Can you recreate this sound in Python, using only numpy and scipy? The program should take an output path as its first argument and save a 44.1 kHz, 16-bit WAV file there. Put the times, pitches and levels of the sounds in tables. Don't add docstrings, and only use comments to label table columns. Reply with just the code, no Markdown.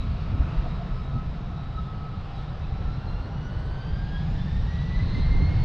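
import sys
import numpy as np
from scipy import signal
from scipy.fft import rfft, irfft, next_fast_len
from scipy.io import wavfile
from scipy.ndimage import uniform_filter1d, map_coordinates

SR = 44100
rng = np.random.default_rng(int(sys.argv[2]) if len(sys.argv) > 2 else 0)


def to_wav(sig):
    pcm = np.clip(np.atleast_2d(sig), -1, 1) * 32767
    pcm = np.round(pcm).astype(np.int16)
    wavfile.write(sys.argv[1], SR, pcm.T)


def magnitude_from_level(level_db):
    exponent = np.asarray(level_db, float) / 20
    return 10 ** exponent


N = 248724
TIME_S = np.arange(N) / SR


def unit(x):
    return x / np.sqrt(np.mean(x ** 2) + 1e-20)


def curves(rows):
    s, *columns = np.transpose(rows)
    return [np.interp(TIME_S, s, column) for column in columns]


def bumps(rows):
    s, db, half_width_s = np.transpose(rows)[..., None]
    t = np.arange(0, N + 64, 64) / SR
    total_db = np.sum(db * np.exp(-((t - s) / half_width_s) ** 2), axis=0)
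    return np.interp(TIME_S, t, total_db)


def wobble(rate):
    at = np.arange(0, N + 8, 8)
    knots = rng.standard_normal(int(N * rate / SR) + 4)
    return np.interp(np.arange(N), at, map_coordinates(knots, [at * rate / SR]))


def rush(spectrum, patchy_db):
    z = signal.stft(rng.standard_normal(N), nperseg=512)[2]
    field = uniform_filter1d(uniform_filter1d(rng.standard_normal(z.shape), 5, 0), 20, 1)
    patchy = signal.istft(z * magnitude_from_level(patchy_db * unit(field)), nperseg=512)[1][:N]
    hz, db = np.transpose(spectrum)
    m = next_fast_len(N + 8192)
    log_hz = np.log(np.fft.rfftfreq(m, 1 / SR) + 1)
    colour = magnitude_from_level(np.interp(log_hz, np.log(hz + 1), db))
    return unit(irfft(rfft(patchy, m) * colour, m)[:N])


def even(x):
    span, share = int(.07 * SR), .7
    power = uniform_filter1d(uniform_filter1d(x ** 2, span), span)
    return unit(x / (np.abs(power) + 1e-9) ** (share / 2))


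def carried(hz, spread_hz):
    turn = 2 * np.pi * np.cumsum(hz) / SR
    return unit(wobble(spread_hz) * np.cos(turn) + wobble(spread_hz) * np.sin(turn))


def tone(hz, smear, spread_hz):
    phase = 2 * np.pi * np.cumsum(hz) / SR + 0.27 * wobble(9)
    clean = np.sqrt(2) * np.sin(phase)
    return np.sqrt(1 - smear) * clean + np.sqrt(smear) * carried(hz, spread_hz)


# (time [s], peak [dB], half width [s])
FIZZES = [(0.1401, -85, 0.009), (0.1725, -80, 0.009), (0.2947, -84, 0.009), (0.3421, -90, 0.009),
          (0.4444, -77, 0.009), (0.5242, -80, 0.009), (0.5726, -77, 0.009), (0.7218, -75, 0.009),
          (0.8629, -87, 0.009), (0.9083, -84, 0.009), (1.1403, -77, 0.009), (1.1644, -82, 0.009),
          (2.135, -85, 0.009), (2.3161, -85, 0.009), (2.3444, -83, 0.009), (2.391, -85, 0.009),
          (2.6898, -81, 0.009), (2.7297, -78, 0.009), (3.039, -82, 0.009), (3.235, -85, 0.009),
          (3.3937, -84, 0.009), (3.6594, -85, 0.009), (3.7589, -86, 0.009), (3.9, -82, 0.009),
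          (4.3166, -79, 0.009), (4.5321, -77, 0.009), (4.8894, -83, 0.009), (4.9217, -78, 0.009),
          (4.9377, -77, 0.009), (4.9776, -75, 0.009), (5.0095, -73, 0.009), (5.1961, -75, 0.009),
          (5.4071, -75, 0.009), (5.4201, -71, 0.009), (5.4394, -79, 0.009), (5.4605, -74, 0.009),
          (5.5563, -75, 0.009)]


def fizz():
    s, db, half_width_s = np.transpose(FIZZES)[..., None]
    t = np.arange(0, N + 64, 64) / SR
    puffs = magnitude_from_level(db - 12) * np.exp(-((t - s - half_width_s) / half_width_s) ** 2)
    gain = np.interp(TIME_S, t, np.sum(puffs, axis=0))
    return gain * rush([(7000, -30), (8500, 0), (13300, -3), (13700, -40)], 2)


def circuit_whistle(push_db):
    return magnitude_from_level(-110 + .4 * (push_db - 1.5)) * carried(np.full(N, 11750.), 350)


# (frequency [Hz], level [dB per Hz])
BUFFET = [(8, -22.5), (15, -4.5), (40, -6.5), (90, -7.5), (150, -11), (250, -46.5), (400, -120)]
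# (frequency [Hz], level [dB per Hz])
FLUTTER = [(50, -120), (90, -10), (150, -12.5), (306, -0.5), (360, -14), (460, -15), (900, -36.5),
           (1500, -120)]


def port_wind(buffet_db, flutter_db):
    buffet = magnitude_from_level(buffet_db) * unit(magnitude_from_level(1.2 * wobble(20)) * rush(BUFFET, 0.93))
    return buffet + magnitude_from_level(flutter_db) * unit(magnitude_from_level(3.0 * wobble(25)) * rush(FLUTTER, 1.3))


# (time [s], change [dB], half width [s])
PUFFS = [
    (5.04, -25, 0.019),
    (5.185, 10.5, 0.01),
    (5.225, 1.5, 0.0099),
    (5.26, -6, .02),
    (5.355, 12.5, 0.012),
    (5.42, 12.5, 0.019),
    (5.57, -6, 0.013),
]
# (time [s], change [dB], half width [s])
FLUTTER_STRIKE = [
    (5.18, 6, .03),
]


def gust():
    strike_s, fade_db_per_s = 5.18, 2
    before_s = np.minimum(TIME_S - strike_s, 0)
    eased_db = bumps(PUFFS) - fade_db_per_s * np.maximum(TIME_S - strike_s, 0)
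    buffet_db = -41.5 + 78 * before_s + eased_db
    flutter_db = -50 + 220 * before_s + eased_db + bumps(FLUTTER_STRIKE)
    side = port_wind(buffet_db, flutter_db)
    mid = port_wind(buffet_db - 1.5, flutter_db + 0.5) - 0.78 * side
    return mid, side


# (frequency [Hz], level [dB per Hz])
SCATTER = [(260, -35), (450, -22), (1080, -9), (1300, -9.5), (2120, -16), (2950, -29), (4720, -39),
           (5400, -24), (7020, -61), (11900, -120)]


def width(tones):
    open_s, open_db, open_db_per_s = 5.08, -7.5, 68
    side_db = open_db + open_db_per_s * np.minimum(TIME_S - open_s, 0)
    lag = np.roll(tones, 5) - np.roll(tones, -5)
    return magnitude_from_level(side_db) * (.25 * lag + magnitude_from_level(-58.5) * rush(SCATTER, 3.5))


# (time [s], thrust [dB], clearness of the air path [dB])
THRUST = [(0, -26.5, -3), (.35, -31, 2.5), (.55, -29.5, 3), (.9, -30, 0.5), (1.0, -29.5, -1.5),
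          (1.1, -33.5, 1.5), (1.2, -32, 0), (1.6, -32, -1), (2.1, -34, -0.5), (2.45, -32.5, 0),
          (2.8, -31.5, .5), (3.2, -31.5, 2.5), (3.7, -32, 2.5), (4.05, -29, -0.5), (4.4, -27.5, -0.5),
          (4.8, -25, -0.5), (5.05, -25.5, 1.5), (5.2, -25, 2), (5.4, -26, 3.5), (5.64, -24, 2.5)]


def throttle():
    thrust_db, clear_db = curves(THRUST)
    return thrust_db + 32, clear_db


# (frequency [Hz], level [dB per Hz])
THUMP = [(8.8, -26), (15, -2), (45, 2.5), (90, -14.5), (120, -19.5), (200, -120)]
# (time [s], change [dB], half width [s])
BOOMS = [(.1, -5, 0.034), (.3, 1, .03), (.4, 14.5, 0.043), (.5, -11, .035), (.58, 8, 0.027), (.7, 5, 0.095),
         (.85, -2, 0.063), (.93, 6.5, .035), (1.08, 1, 0.036), (1.17, 10, 0.03), (1.28, 9.5, .03),
         (1.35, -3, 0.035), (1.43, 3.5, 0.053), (1.58, -9, 0.06), (1.73, 1, 0.043), (1.89, -7, 0.03),
         (2.01, 0, .03), (2.3, 2, 0.11), (2.46, -1, .04), (2.72, 5.5, .06), (2.87, 10, 0.037),
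         (3.03, -4, .04), (3.15, 6, 0.051), (3.3, -5, 0.065), (3.44, -7, 0.027), (3.67, 5.5, 0.15),
         (3.82, -8, 0.029), (3.93, 6.5, .05), (4.1, -3, .04), (4.2, -1, .04), (4.35, 7, 0.014),
         (4.48, -10, 0.033), (4.62, 3.5, 0.067), (4.73, -12, 0.046), (4.85, -10, 0.061), (5, 4, .04),
         (5.3, 7, 0.064), (5.42, 6.5, 0.062), (5.49, -10, 0.034), (5.61, 2, 0.036)]


def thump(push_db):
    return magnitude_from_level(-35.5 + 1.33 * push_db + bumps(BOOMS)) * even(rush(THUMP, 0.41))


# (frequency [Hz], level [dB per Hz])
DRONE = [(32, -40), (55, 0.5), (80, 1.5), (110, -1), (140, -20.5), (200, -120)]
# (time [s], change [dB], half width [s])
SURGES = [(.1, 4, 0.042), (.24, -3, 0.034), (.36, 8, .07), (.46, 3.5, 0.023), (.6, 3.5, .04),
          (.68, -8, 0.03), (.73, 4.5, .025), (.85, -12, 0.1), (.95, 3, 0.023), (1.15, 7, 0.023),
          (1.4, -6.5, 0.089), (1.5, 5, 0.045), (1.8, 3, 0.11), (2.09, -7, .03), (2.2, 5, .04),
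          (2.31, -6, .025), (2.7, 6, .04), (2.9, 0.5, 0.091), (3.1, 2, 0.022), (3.45, -3, .05),
          (3.6, 6, .04), (3.8, -7, 0.056), (3.95, 2, 0.021), (4.33, 3.5, 0.036), (4.45, -4, 0.021),
          (4.56, -1, 0.035), (4.78, 1.5, 0.033), (4.86, -1, .025), (4.94, 3, 0.034), (5.05, 4.5, .04),
          (5.14, 0, 0.034), (5.35, 8.5, 0.031), (5.48, 7, 0.044), (5.59, 7.5, 0.035)]


def drone(push_db):
    return magnitude_from_level(-35.5 + 0.96 * push_db + bumps(SURGES)) * even(rush(DRONE, 0.75))


# (frequency [Hz], level [dB per Hz])
ROAR = [(80, -42.5), (115, -2.5), (151, -1), (207, -12.5), (260, -25.5), (330, -29), (430, -51),
        (730, -120)]
# (time [s], change [dB], half width [s])
ROLLS = [(0, -14.5, 0.032), (.15, -2, .08), (.4, 2, 0.07), (.6, -0.5, .06), (.97, -3.5, 0.049),
         (1.17, 6, 0.069), (1.57, 1, 0.043), (1.72, -4.5, 0.037), (1.8, 3, 0.023), (1.95, -1, 0.045),
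         (2.1, 2, 0.058), (2.27, -4.5, 0.055), (2.45, -1, 0.029), (2.58, -6.5, 0.025), (2.68, -6, .02),
         (2.95, 2, 0.044), (3.22, -8, 0.062), (3.36, 2.5, 0.06), (3.6, -1, .1), (3.9, 0, 0.11),
         (4.25, 3, .04), (4.45, 4.5, .03), (4.6, -2, 0.064), (4.76, -3.5, 0.02), (4.95, -0.5, 0.064),
         (5.14, 0.5, .04), (5.34, -5.5, .025), (5.42, 5.5, .03), (5.6, 2, .05)]


def roar(push_db):
    return magnitude_from_level(-35.5 + 0.85 * push_db + bumps(ROLLS)) * even(rush(ROAR, 0.95))


# (frequency [Hz], level [dB per Hz])
GROWL = [(150, -61), (190, -4), (230, 1.5), (290, -5), (360, -11.5), (450, -66)]
# (time [s], change [dB], half width [s])
GROWLS = [(.02, 13, 0.058), (.28, 11, .03), (.38, 18, 0.069), (.5, 13.5, 0.033), (.63, 12, .06),
          (.73, 7, .03), (1.05, 6, .04), (1.16, 16.5, .04), (1.32, 7.5, .04), (1.5, 9.5, 0.044),
          (1.68, 9, .025), (2.88, 8.5, .04), (2.97, 11.5, .035), (3.25, 11, .03), (3.42, 6.5, .05),
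          (4.13, 6, .04), (4.37, 8.5, .04), (5.05, 11.5, 0.12), (5.18, 12.5, 0.035), (5.3, 9.5, .06)]


def growl():
    return magnitude_from_level(-56 + bumps(GROWLS)) * even(rush(GROWL, .5))


# (frequency [Hz], level [dB per Hz])
BODY = [(150, -25.5), (250, -1), (354, -4), (446, -1.5), (524, -3.5), (796, -5), (877, -5), (1390, -9.5),
        (2100, -20), (2730, -42.5), (4620, -120)]


def body(push_db, clear_db):
    return magnitude_from_level(-47 + 0.22 * push_db + clear_db) * rush(BODY, 0.37)


# (frequency [Hz], level [dB per Hz])
HISS = [(1000, -39.5), (1700, -2), (2140, -5.5), (2800, -5.5), (3810, -5), (4600, -10), (5400, -15.5),
        (6300, -23.5), (7020, -28.5), (8000, -33.5), (8600, -35.5), (8950, -54.5), (9400, -76.5),
        (14000, -86)]
# (time [s], change [dB], half width [s])
HISS_SWELLS = [
    (.08, -1.5, 0.044),
    (.55, 1, 0.18),
    (1.45, -0.5, .1),
    (2.38, 2, 0.16),
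    (3.3, -2.5, 0.28),
    (3.9, 0, .12),
    (4.35, 1, 0.14),
    (5.19, 2, 0.044),
]


def hiss(push_db, clear_db):
    level_db = -56 + .6 * push_db + 0.29 * clear_db + bumps(HISS_SWELLS)
    return magnitude_from_level(level_db + 0.19 * wobble(6.5)) * rush(HISS, 1.1)


# (frequency [Hz], level [dB per Hz])
FRINGE = [(8300, -40), (8800, 0), (9500, -3), (9900, -40)]


def fringe(push_db):
    return magnitude_from_level(-108 + .5 * push_db + 4 * wobble(22)) * rush(FRINGE, 7)


# (time [s], change [dB], half width [s])
HUM_SWELLS = [(0, 0, .25), (.42, 7.5, .05), (.56, 11, .03), (.66, 13, .04), (.74, -1, .03),
              (.82, 13.5, .03), (.92, 9, .03), (1.02, -1.5, .07), (1.5, 4, 0.13), (1.8, -3, 0.085),
              (2.1, 1.5, .12), (2.4, 3, .1), (2.7, 0.5, .1), (3, 3, 0.21), (3.5, -12, .25), (4.85, -20, .4),
              (5.6, -9, 0.45)]


def combustor():
    start_hz, drift_hz, drift_s = 685, 80, 2
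    hum_hz = start_hz + drift_hz / 2 * (1 + np.tanh((TIME_S - drift_s) / .9))
    return magnitude_from_level(-56 + bumps(HUM_SWELLS) + 0.75 * wobble(14.0)) * carried(hum_hz, 120)


# (time [s], change [dB], half width [s])
GENERATOR_SWELLS = [
    (.4, -11, 0.4),
    (1.7, 5, 0.54),
    (2.35, 9, 0.069),
    (3.3, 12, .08),
    (3.7, -7, 0.18),
    (4.25, 4.5, .25),
    (5.4, -9.5, 0.5),
]


def generator():
    level_db = -64 + 1.6 * wobble(8.2) + bumps(GENERATOR_SWELLS)
    return magnitude_from_level(level_db) * tone(np.full(N, 800), 0.15, 25)


# (time [s], change [dB], half width [s])
WHINE_SWELLS = [
    (2.45, 6, .15),
    (3.15, 6, .25),
    (4.95, 5, .08),
]


def compressor(blade_hz, progress, awake):
    idle_hz, rise_hz, bend = 7460, 1050, .65
    whine_hz = idle_hz + rise_hz * uniform_filter1d(progress ** bend, SR // 4, mode="nearest")
    whine_db = -98 + 7 * awake - 7 * progress + 2.7 * wobble(8.2) + bumps(WHINE_SWELLS)
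    whine = magnitude_from_level(whine_db) * tone(whine_hz, .8, 90)
    sideband_swells = [(3.05, -11, .2), (3.45, 2, .12), (4.1, 4, 0.16), (4.55, -19, .2), (5.2, -12, .5)]
    sideband_db = -105 + 5 * awake - 40 * progress ** 2 + bumps(sideband_swells)
    sideband = magnitude_from_level(sideband_db + 4.4 * wobble(8.3)) * tone(whine_hz + blade_hz, .6, 40)
    return whine + sideband


# (time [s], blade rate [Hz])
FAN = [(0, 1292), (1.3, 1289), (2.45, 1289), (2.75, 1309), (3, 1352), (3.5, 1458), (4, 1593), (4.3, 1695),
       (4.6, 1837), (4.9, 1973), (5.1, 2048), (5.3, 2090), (5.5, 2132), (5.64, 2166)]


def spool():
    idle_hz, takeoff_hz = 1288, 2150
    blade_hz = uniform_filter1d(curves(FAN)[0], SR // 8, mode="nearest")
    progress = np.clip((blade_hz - idle_hz - 6) / (takeoff_hz - idle_hz), 0, 1.1)
    return blade_hz, progress, np.tanh(11 * progress)


def spool_level(row, progress, awake):
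    idle_db, wake_db, full_db = row
    return idle_db + wake_db * awake + full_db * progress


# (idle [dB], throttle gain [dB], full-speed gain [dB])
INFLOW_DB = [(-55.5, -13.5, 12), (-66.5, -2, 2.5), (-72.5, 5.5, -6)]
# (time [s], change [dB], half width [s])
INFLOW_SWELLS = [
    (.35, 9, 0.6),
    (5.2, 11.5, 0.39),
]
INFLOW_SHARES = [0.33, 1.1, -0.58]


def inflow(blade_hz, progress, awake):
    shapes = [(.95, 497.2), (1.95, 894), (2.95, 892)]  # (multiple, spread Hz)
    swell_db = bumps(INFLOW_SWELLS)
    humps = np.zeros(N)
    for row, share, (multiple, spread_hz) in zip(INFLOW_DB, INFLOW_SHARES, shapes):
        level_db = spool_level(row, progress, awake) + share * swell_db + wobble(5)
        humps += magnitude_from_level(level_db) * carried(multiple * blade_hz, spread_hz)
    return humps


# (idle [dB], throttle gain [dB], full-speed gain [dB])
ORDERS_DB = [(-56, -3.5, 10), (-80, 17, -1), (-66, -2.5, -12.5), (-77, 3, -18)]
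# (time [s], change [dB], half width [s])
EDDIES_1ST = [(.36, 3.5, 0.057), (.48, 4, 0.059), (1.07, 5, 0.026), (.18, -8, 0.023), (.82, -6.5, 0.044),
              (.945, -1, .015), (.995, 11, 0.032), (1.03, -13, 0.013), (1.2, 11, 0.039), (1.39, -9, 0.11),
              (1.58, 3.5, 0.061), (1.659, 5, .015), (1.69, -9, .015), (1.74, 5, 0.014), (1.79, 13.5, 0.016),
              (1.83, 1, .015), (1.885, 2, .025), (1.96, 8, 0.17), (2.115, -11, 0.016), (2.145, 9, 0.013),
              (2.28, -7, 0.093), (2.64, -6, 0.064), (2.9, 5.5, 0.12), (3.2, 0.5, 0.065), (3.4, -3, .02),
              (3.55, 4, 0.093), (3.79, 4, 0.054), (3.87, -3, 0.02), (3.95, 7, 0.044), (4.04, 2, .035),
              (4.09, -9, 0.013), (4.17, 10, 0.086), (4.55, 3, .03), (4.7, -1, 0.036), (4.83, 2, 0.036),
              (4.95, 4, 0.019), (4.36, -8, 0.18), (4.63, -11, 0.031), (4.98, -28, 0.0085),
              (5.01, 11, 0.015), (5.09, -14, 0.046), (5.155, 11, 0.0084), (5.2, 0.5, 0.035), (5.4, 4, 0.39),
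              (5.64, -9, 0.056)]
EDDIES_2ND = [(0, 19, 0.045), (.24, 18, .07), (.48, 21, 0.076), (.96, 12, 0.065), (2.3, 14, 0.089),
              (2.64, 16, .07), (3.01, 6, .04), (3.14, 7, 0.061), (3.24, 0.5, .04), (3.38, 1, .07),
              (3.6, 5.5, 0.1), (3.72, -1, .04), (3.84, 5, .07), (4.17, 12, 0.055), (3.93, 5, 0.011),
              (3.965, 0, 0.014), (4.05, -6, .03), (4.3, -15, .05), (4.42, 7.5, .03), (4.55, 6, .05),
              (4.68, 2.5, .05), (4.8, 10, .04), (4.92, 3.5, .04), (5.01, 3, 0.028), (5.12, 11, .05),
              (5.23, 10, .04), (5.33, -6, .03), (5.44, 11, 0.043), (5.54, 1, .03), (5.62, 6, 0.035)]
EDDIES_3RD = [(0, 15.5, 0.025), (.48, 0, 0.077), (.84, -2, 0.051), (1.08, 3, .07), (1.2, -20, 0.064),
              (1.74, 4.5, 0.091), (2.04, -12, 0.083), (2.28, -9.5, 0.056), (2.4, 3, 0.037), (2.6, 1, .04),
              (2.7, 3.5, 0.036), (2.82, 2, .06), (2.96, 5, .04), (3.1, 7, .02), (3.24, 8, 0.064),
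              (3.36, -12.5, 0.083), (3.88, 13, .12), (4.1, 6, .07), (4.25, 5, .05), (4.44, -5.5, .08),
              (4.68, 6, 0.076), (5, 5, .12)]
EDDIES_4TH = [(.5, -3, .08), (.72, 6, 0.064), (1, 3.5, .1), (1.65, -8, .1), (2.2, -2, 0.065), (2.93, 4, .1),
              (3.2, 0.5, .1), (3.48, 3, .06), (3.65, -6, .12), (3.9, 0, 0.22), (4.32, 7, .07),
              (5, -10.5, .5)]


def blade_tones(blade_hz, progress, awake):
    eddies = [EDDIES_1ST, EDDIES_2ND, EDDIES_3RD, EDDIES_4TH]
    blur = [(.2, 80), (.28, 120), (.5, 150), (.6, 170)]  # (scattered share, spread Hz)
    flicker_db = [2.2, 1.6, 2.4, 2.5]
    tones = np.zeros(N)
    for k, row in enumerate(ORDERS_DB):
        level_db = spool_level(row, progress, awake) + bumps(eddies[k]) + flicker_db[k] * wobble(24)
        tones += magnitude_from_level(level_db) * tone((k + 1) * blade_hz, *blur[k])
    return tones


def scene():
    push_db, clear_db = throttle()
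    blade_hz, progress, awake = spool()
    heard_hz = blade_hz * (1 + .004 * wobble(14))
    wind_mid, wind_side = gust()
    exhaust = thump(push_db) + drone(push_db) + roar(push_db) + growl() + body(push_db, clear_db)
    air = hiss(push_db, clear_db) + fringe(push_db)
    core = combustor() + generator() + compressor(blade_hz, progress, awake)
    tones = blade_tones(heard_hz, progress, awake)
    fans = tones + inflow(heard_hz, progress, awake)
    mid = wind_mid + exhaust + air + core + fans + circuit_whistle(push_db)
    side = width(tones) + wind_side
    return np.array([mid + side, mid - side])


def roll_off(x):
    return signal.sosfilt(signal.butter(12, 13500, fs=SR, output="sos"), x)


def record(dry):
    rounded = dry / (1 + np.abs(dry / 0.51) ** 3) ** (1 / 3)
    mix = rounded + fizz() + .0005
    return roll_off(mix)


dry = scene()
out = record(dry)
to_wav(out)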